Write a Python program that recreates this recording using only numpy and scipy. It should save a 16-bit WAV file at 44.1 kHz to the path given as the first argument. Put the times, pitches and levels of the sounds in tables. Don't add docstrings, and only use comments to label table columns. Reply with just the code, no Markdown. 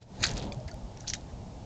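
import sys
import numpy as np
from scipy import signal
from scipy.fft import rfft, irfft
from scipy.io import wavfile

SR = 44100
rng = np.random.default_rng(int(sys.argv[2]) if len(sys.argv) > 2 else 0)


def waveform_to_disk(signal):
    frames = np.transpose(np.atleast_2d(signal))
    scaled = np.clip(frames, -1, 1) * 32767
    samples = np.round(scaled).astype(np.int16)
    wavfile.write(sys.argv[1], SR, samples)


N = 72765
FFT_SIZE = 81920
TIME_S, BINS_HZ = np.arange(N) / SR, np.fft.rfftfreq(FFT_SIZE, 1 / SR)


def amp(db):
    return 10 ** (np.asarray(db) / 20)


def unit(x):
    return x / np.sqrt(np.mean(x ** 2) + 1e-20)


def level(points):
    return amp(np.interp(TIME_S, *np.transpose(points)))


def spectrum(points):
    hz, db = np.transpose(points)
    return amp(np.interp(np.log(BINS_HZ + 1), np.log(hz + 1), db))


def colour(x, points):
    return irfft(rfft(x, FFT_SIZE) * spectrum(points))[:N]


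def noise(points):
    return unit(colour(rng.standard_normal(N), points))


def lowpass(x, hz):
    return signal.fftconvolve(x, signal.firwin(255, hz, window=("kaiser", 8), fs=SR), "same")


def add(mix, start_s, sound):
    part = mix[max(round(start_s * SR), 0):][:len(sound)]
    part += sound[:len(part)]


def ring(hz, swell_s):
    t = np.arange(0, 10 * swell_s, 1 / SR)
    return t / swell_s * np.exp(1 - t / swell_s) * np.sin(2 * np.pi * hz * t)


def blows(rows):
    out = np.zeros(N)
    for start_s, db, hz, swell_s in rows:
        add(out, start_s, amp(db) * ring(hz, swell_s))
    return out


def echoes(x, t60_s):
    t = np.arange(SR // 2) / SR
    tail = rng.standard_normal(len(t)) * amp(-60 * t / t60_s) * (t > .001)
    return signal.fftconvolve(x, tail / np.linalg.norm(tail))[:N]


def night(hum_hz=118.65):
    # frequency in Hz, gain in dB.
    rumble = [(12, -37), (24, -3), (60, -3), (85, -2), (115, -1.5), (150, -5), (200, -6), (310, -15.5),
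              (450, -17.5), (650, -16.5), (850, -17), (1100, -28.5), (1500, -37.5), (2500, -51.5)]
    hiss = [(300, -19.5), (1200, -1), (2500, 0.5), (4000, 0.5), (5500, -0.5), (7200, -2), (8500, -6.5)]
    # time in seconds, gain in dB.
    fade_in = [(0, -35), (.02, -8), (.06, -10), (.11, -1.5), (.16, 1)]
    waver = noise([(1, 0), (8, 0), (20, -40), (60, -100)])
    hum = unit(waver * np.sin(2 * np.pi * hum_hz * TIME_S))
    return level(fade_in) * (amp(-43.5) * noise(rumble) + amp(-53.5) * hum + amp(-61) * noise(hiss))


def crackle(grains_per_s=6500, clump_db=2, spread_db=2.5, pitch_count=16):
    clicks = (rng.random(N) < grains_per_s / SR) * rng.choice([-1, 1], N)
    clumps = noise([(1, 0), (150, 0), (400, -30), (1000, -80)])
    sizes = np.minimum(rng.exponential(1, N), 3)
    clicks = clicks * amp(clump_db * clumps + spread_db * sizes)
    pitch_index = rng.integers(0, pitch_count, N)
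    rings = [ring(hz, swell_s=0.00012) for hz in np.linspace(850, 8950, pitch_count)]
    return sum(np.convolve(clicks * (pitch_index == k), grain)[:N] for k, grain in enumerate(rings))


def rustles(band_octaves=0.34):
    # peak time, rise and fall in seconds, level in dB, band centre in Hz, band gain in dB.
    pushes = [(0.024, 0.0079, 0.0081, -58.5, 4800, 4), (.155, 0.015, 0.021, -58.5, 4530, 0),
              (0.2407, 0.0093, 0.0074, -25.5, 6100, 7), (0.252, 0.022, 0.041, -33, 5070, 3.5),
              (0.313, 0.013, 0.018, -45, 6200, -10), (0.379, 0.017, 0.015, -41, 4650, 3),
              (0.432, 0.031, 0.041, -48, 3280, 5.5), (0.53, 0.0045, 0.005, -48, 7400, 8),
              (0.681, 0.0024, 0.011, -48, 5200, 16), (.687, 0.0057, 0.015, -48.5, 1770, 15.5),
              (.975, 0.027, .015, -60, 6300, -6), (1.007, .006, 0.018, -52, 6000, 13),
              (1.047, 0.0059, 0.0046, -50, 1410, 24), (1.076, 0.0037, 0.022, -44, 3080, 20),
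              (1.082, 0.007, 0.0081, -36.5, 5500, 21.5), (1.104, 0.0068, 0.0083, -36, 5540, 14),
              (1.139, 0.003, 0.0099, -33.5, 6350, 6.5), (1.298, 0.01, 0.0089, -58.5, 1850, 9)]
    # frequency in Hz, gain in dB.
    leaf_colour = [(300, -52), (1100, -6), (1500, 3.5), (2600, -0.5), (4000, 2), (5500, -4), (7000, -3),
                   (8500, -10)]
    leaf_spectrum = rfft(crackle(), FFT_SIZE) * spectrum(leaf_colour)
    out = np.zeros(N)
    for peak_s, rise_s, fall_s, db, band_hz, band_db in pushes:
        octaves = np.log2((BINS_HZ + 1) / band_hz)
        band = amp(band_db * np.exp(-.5 * (octaves / band_octaves) ** 2))
        grains = unit(irfft(leaf_spectrum * band)[:N])
        envelope = np.exp(-np.maximum((peak_s - TIME_S) / rise_s, (TIME_S - peak_s) / fall_s))
        out += amp(db) * envelope * np.roll(grains, rng.integers(N))
    return out


def body():
    # time in seconds, level in dB.
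    shuffle = [(.1, -75), (.17, -47), (.22, -37), (.35, -36.5), (.49, -36), (.56, -46.5), (.66, -65),
               (.8, -59)]
    # frequency in Hz, gain in dB.
    shuffle_colour = [(30, -4.5), (100, 3), (180, -1.5), (280, -7.5), (450, -10.5), (700, -10.5),
                      (920, -13.5), (1200, -24.5), (3000, -54.5)]
    # start in seconds, level in dB, pitch in Hz, swell in seconds.
    pads = [(.205, -32.5, 74, 0.017), (.265, -40, 115, 0.0095), (.325, -28, 46.4, 0.016),
            (.425, -34.5, 51.3, 0.019), (.455, -35.5, 200, 0.0088), (.565, -29, 127, 0.01),
            (.658, -28.5, 83, 0.0067), (.735, -35, 54, 0.0069), (.83, -30.5, 48.5, .016),
            (1.128, -29, 63.4, 0.0029), (1.23, -34.5, 54, 0.011), (1.335, -31.5, 53.6, 0.0042)]
    return level(shuffle) * noise(shuffle_colour) + blows(pads)


def snaps():
    # start in seconds, level before colouring in dB, pitch in Hz, swell in seconds.
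    modes = [(.2282, -23, 6400, 0.000089), (.2298, -22.5, 6260, 0.00012), (.2350, -29, 4330, 0.00027),
             (.2380, -7.5, 2240, 0.00013), (.2402, -10.5, 4000, 0.0002), (.2420, -45, 3540, 0.00014),
             (.2447, -21.5, 4400, 0.0004), (.2527, -22, 1690, 0.00038), (.2568, -21, 4300, 0.00043),
             (.2665, -16, 6200, 0.000047), (.2722, -25, 4400, 0.00024), (.2933, -29.5, 5200, 0.00024),
             (.3143, -31, 6200, 0.00024), (.3368, -28.5, 6460, 0.000039), (.3704, -24, 3860, 0.000053),
             (.3773, -29.5, 5400, 0.00017), (.3795, -36, 6500, .0002), (.3970, -30, 4200, 0.00012),
             (.4025, -33, 3360, 0.00023), (.4250, -31.5, 4440, 0.000098), (.4425, -38, 4220, 0.00015),
             (.468, -42, 3370, 0.00034), (.5215, -37.5, 2370, .0011), (.5217, -38.5, 3500, 0.0013),
             (.5218, -37, 4610, 0.00062), (.5460, -35.5, 6000, 0.000035), (.6020, -45.5, 5300, .00015),
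             (.7140, -53.5, 1424, 0.0033), (.7140, -47.5, 4490, 0.0016), (.7143, -43, 6094, 0.00032),
             (.9738, -40.5, 5770, 0.00026), (1.0068, -40, 5970, 0.00037), (1.0680, -48, 2580, 0.00097),
             (1.0745, -35.5, 4050, 0.00045), (1.0775, -32.5, 4300, 0.00026), (1.0841, -27.5, 4840, 0.00027),
             (1.0865, -30, 5960, 0.00045), (1.0930, -26.5, 6270, 0.00022), (1.0998, -23, 5830, 0.00036),
             (1.1342, -32, 4740, 0.00028), (1.1362, -22.5, 2980, 0.00024), (1.1364, -20, 5460, 0.00022),
             (1.1365, -25.5, 1970, 0.00046), (1.1415, -23, 6440, 0.00018), (1.15, -49.5, 3780, 0.0045),
             (1.2110, -39, 5020, 0.000045)]
    # frequency in Hz, gain in dB.
    snap_colour = [(200, -52), (800, -12), (1250, 2.5), (1500, 3), (2600, -2), (4000, 2.5), (8000, 3)]
    return colour(blows(modes), snap_colour)


def ticks():
    # time in seconds, level before colouring in dB.
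    impulses = [(0.263, -48), (.3118, -51), (.4557, -59), (0.6952, -61), (0.7432, -50.5), (1.032, -64)]
    # frequency in Hz, gain in dB.
    tick_colour = [(1000, 22.5), (8000, 20.5), (12000, 11), (16000, 0)]
    out = np.zeros(N)
    for start_s, db in impulses:
        add(out, start_s, amp([db]))
    return colour(out, tick_colour)


def tone(roughness=0.45, jitter_hz=15):
    # time in seconds, pitch in Hz, level in dB.
    contour = [(.34, 676, -78), (0.386, 698.3, -46), (0.45, 602.6, -60), (0.51, 573.3, -48.5),
               (.545, 581, -44.5), (0.557, 593, -71), (.584, 628, -50), (0.615, 595, -44.5),
               (0.624, 627, -63), (0.715, 673.4, -53), (0.737, 643.5, -49), (0.788, 521, -62)]
    times_s, hz, db = np.transpose(contour)
    flutter, jitter = (noise([(1, 0), (60, 0), (150, -40), (400, -100)]) for _ in range(2))
    pitch_hz = np.interp(TIME_S, times_s, hz) + jitter_hz * jitter
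    wave = unit(np.sin(2 * np.pi * np.cumsum(pitch_hz) / SR))
    gate = (TIME_S > times_s[0]) * (TIME_S < times_s[-1])
    return gate * (1 + roughness * flutter) * amp(np.interp(TIME_S, times_s, db)) * wave


def scene():
    cracks = snaps()
    litter = rustles() + cracks + amp(-8.5) * echoes(cracks, t60_s=0.0061)
    woods = amp(-16) * echoes(litter, t60_s=0.16)
    return (litter + woods + body() + tone() + night())[None]


def record(dry):
    # frequency in Hz, gain in dB.
    response = [(10, -7), (25, -2.5), (7300, 0), (7900, -6), (8600, -13.5), (9200, -28)]
    heard = lowpass(colour(dry[0], response), hz=9000)
    ceiling = 3
    rounded = ceiling * np.tanh(heard / ceiling)
    return lowpass(rounded + ticks(), hz=15800)[None]


dry = scene()
out = record(dry)
waveform_to_disk(out)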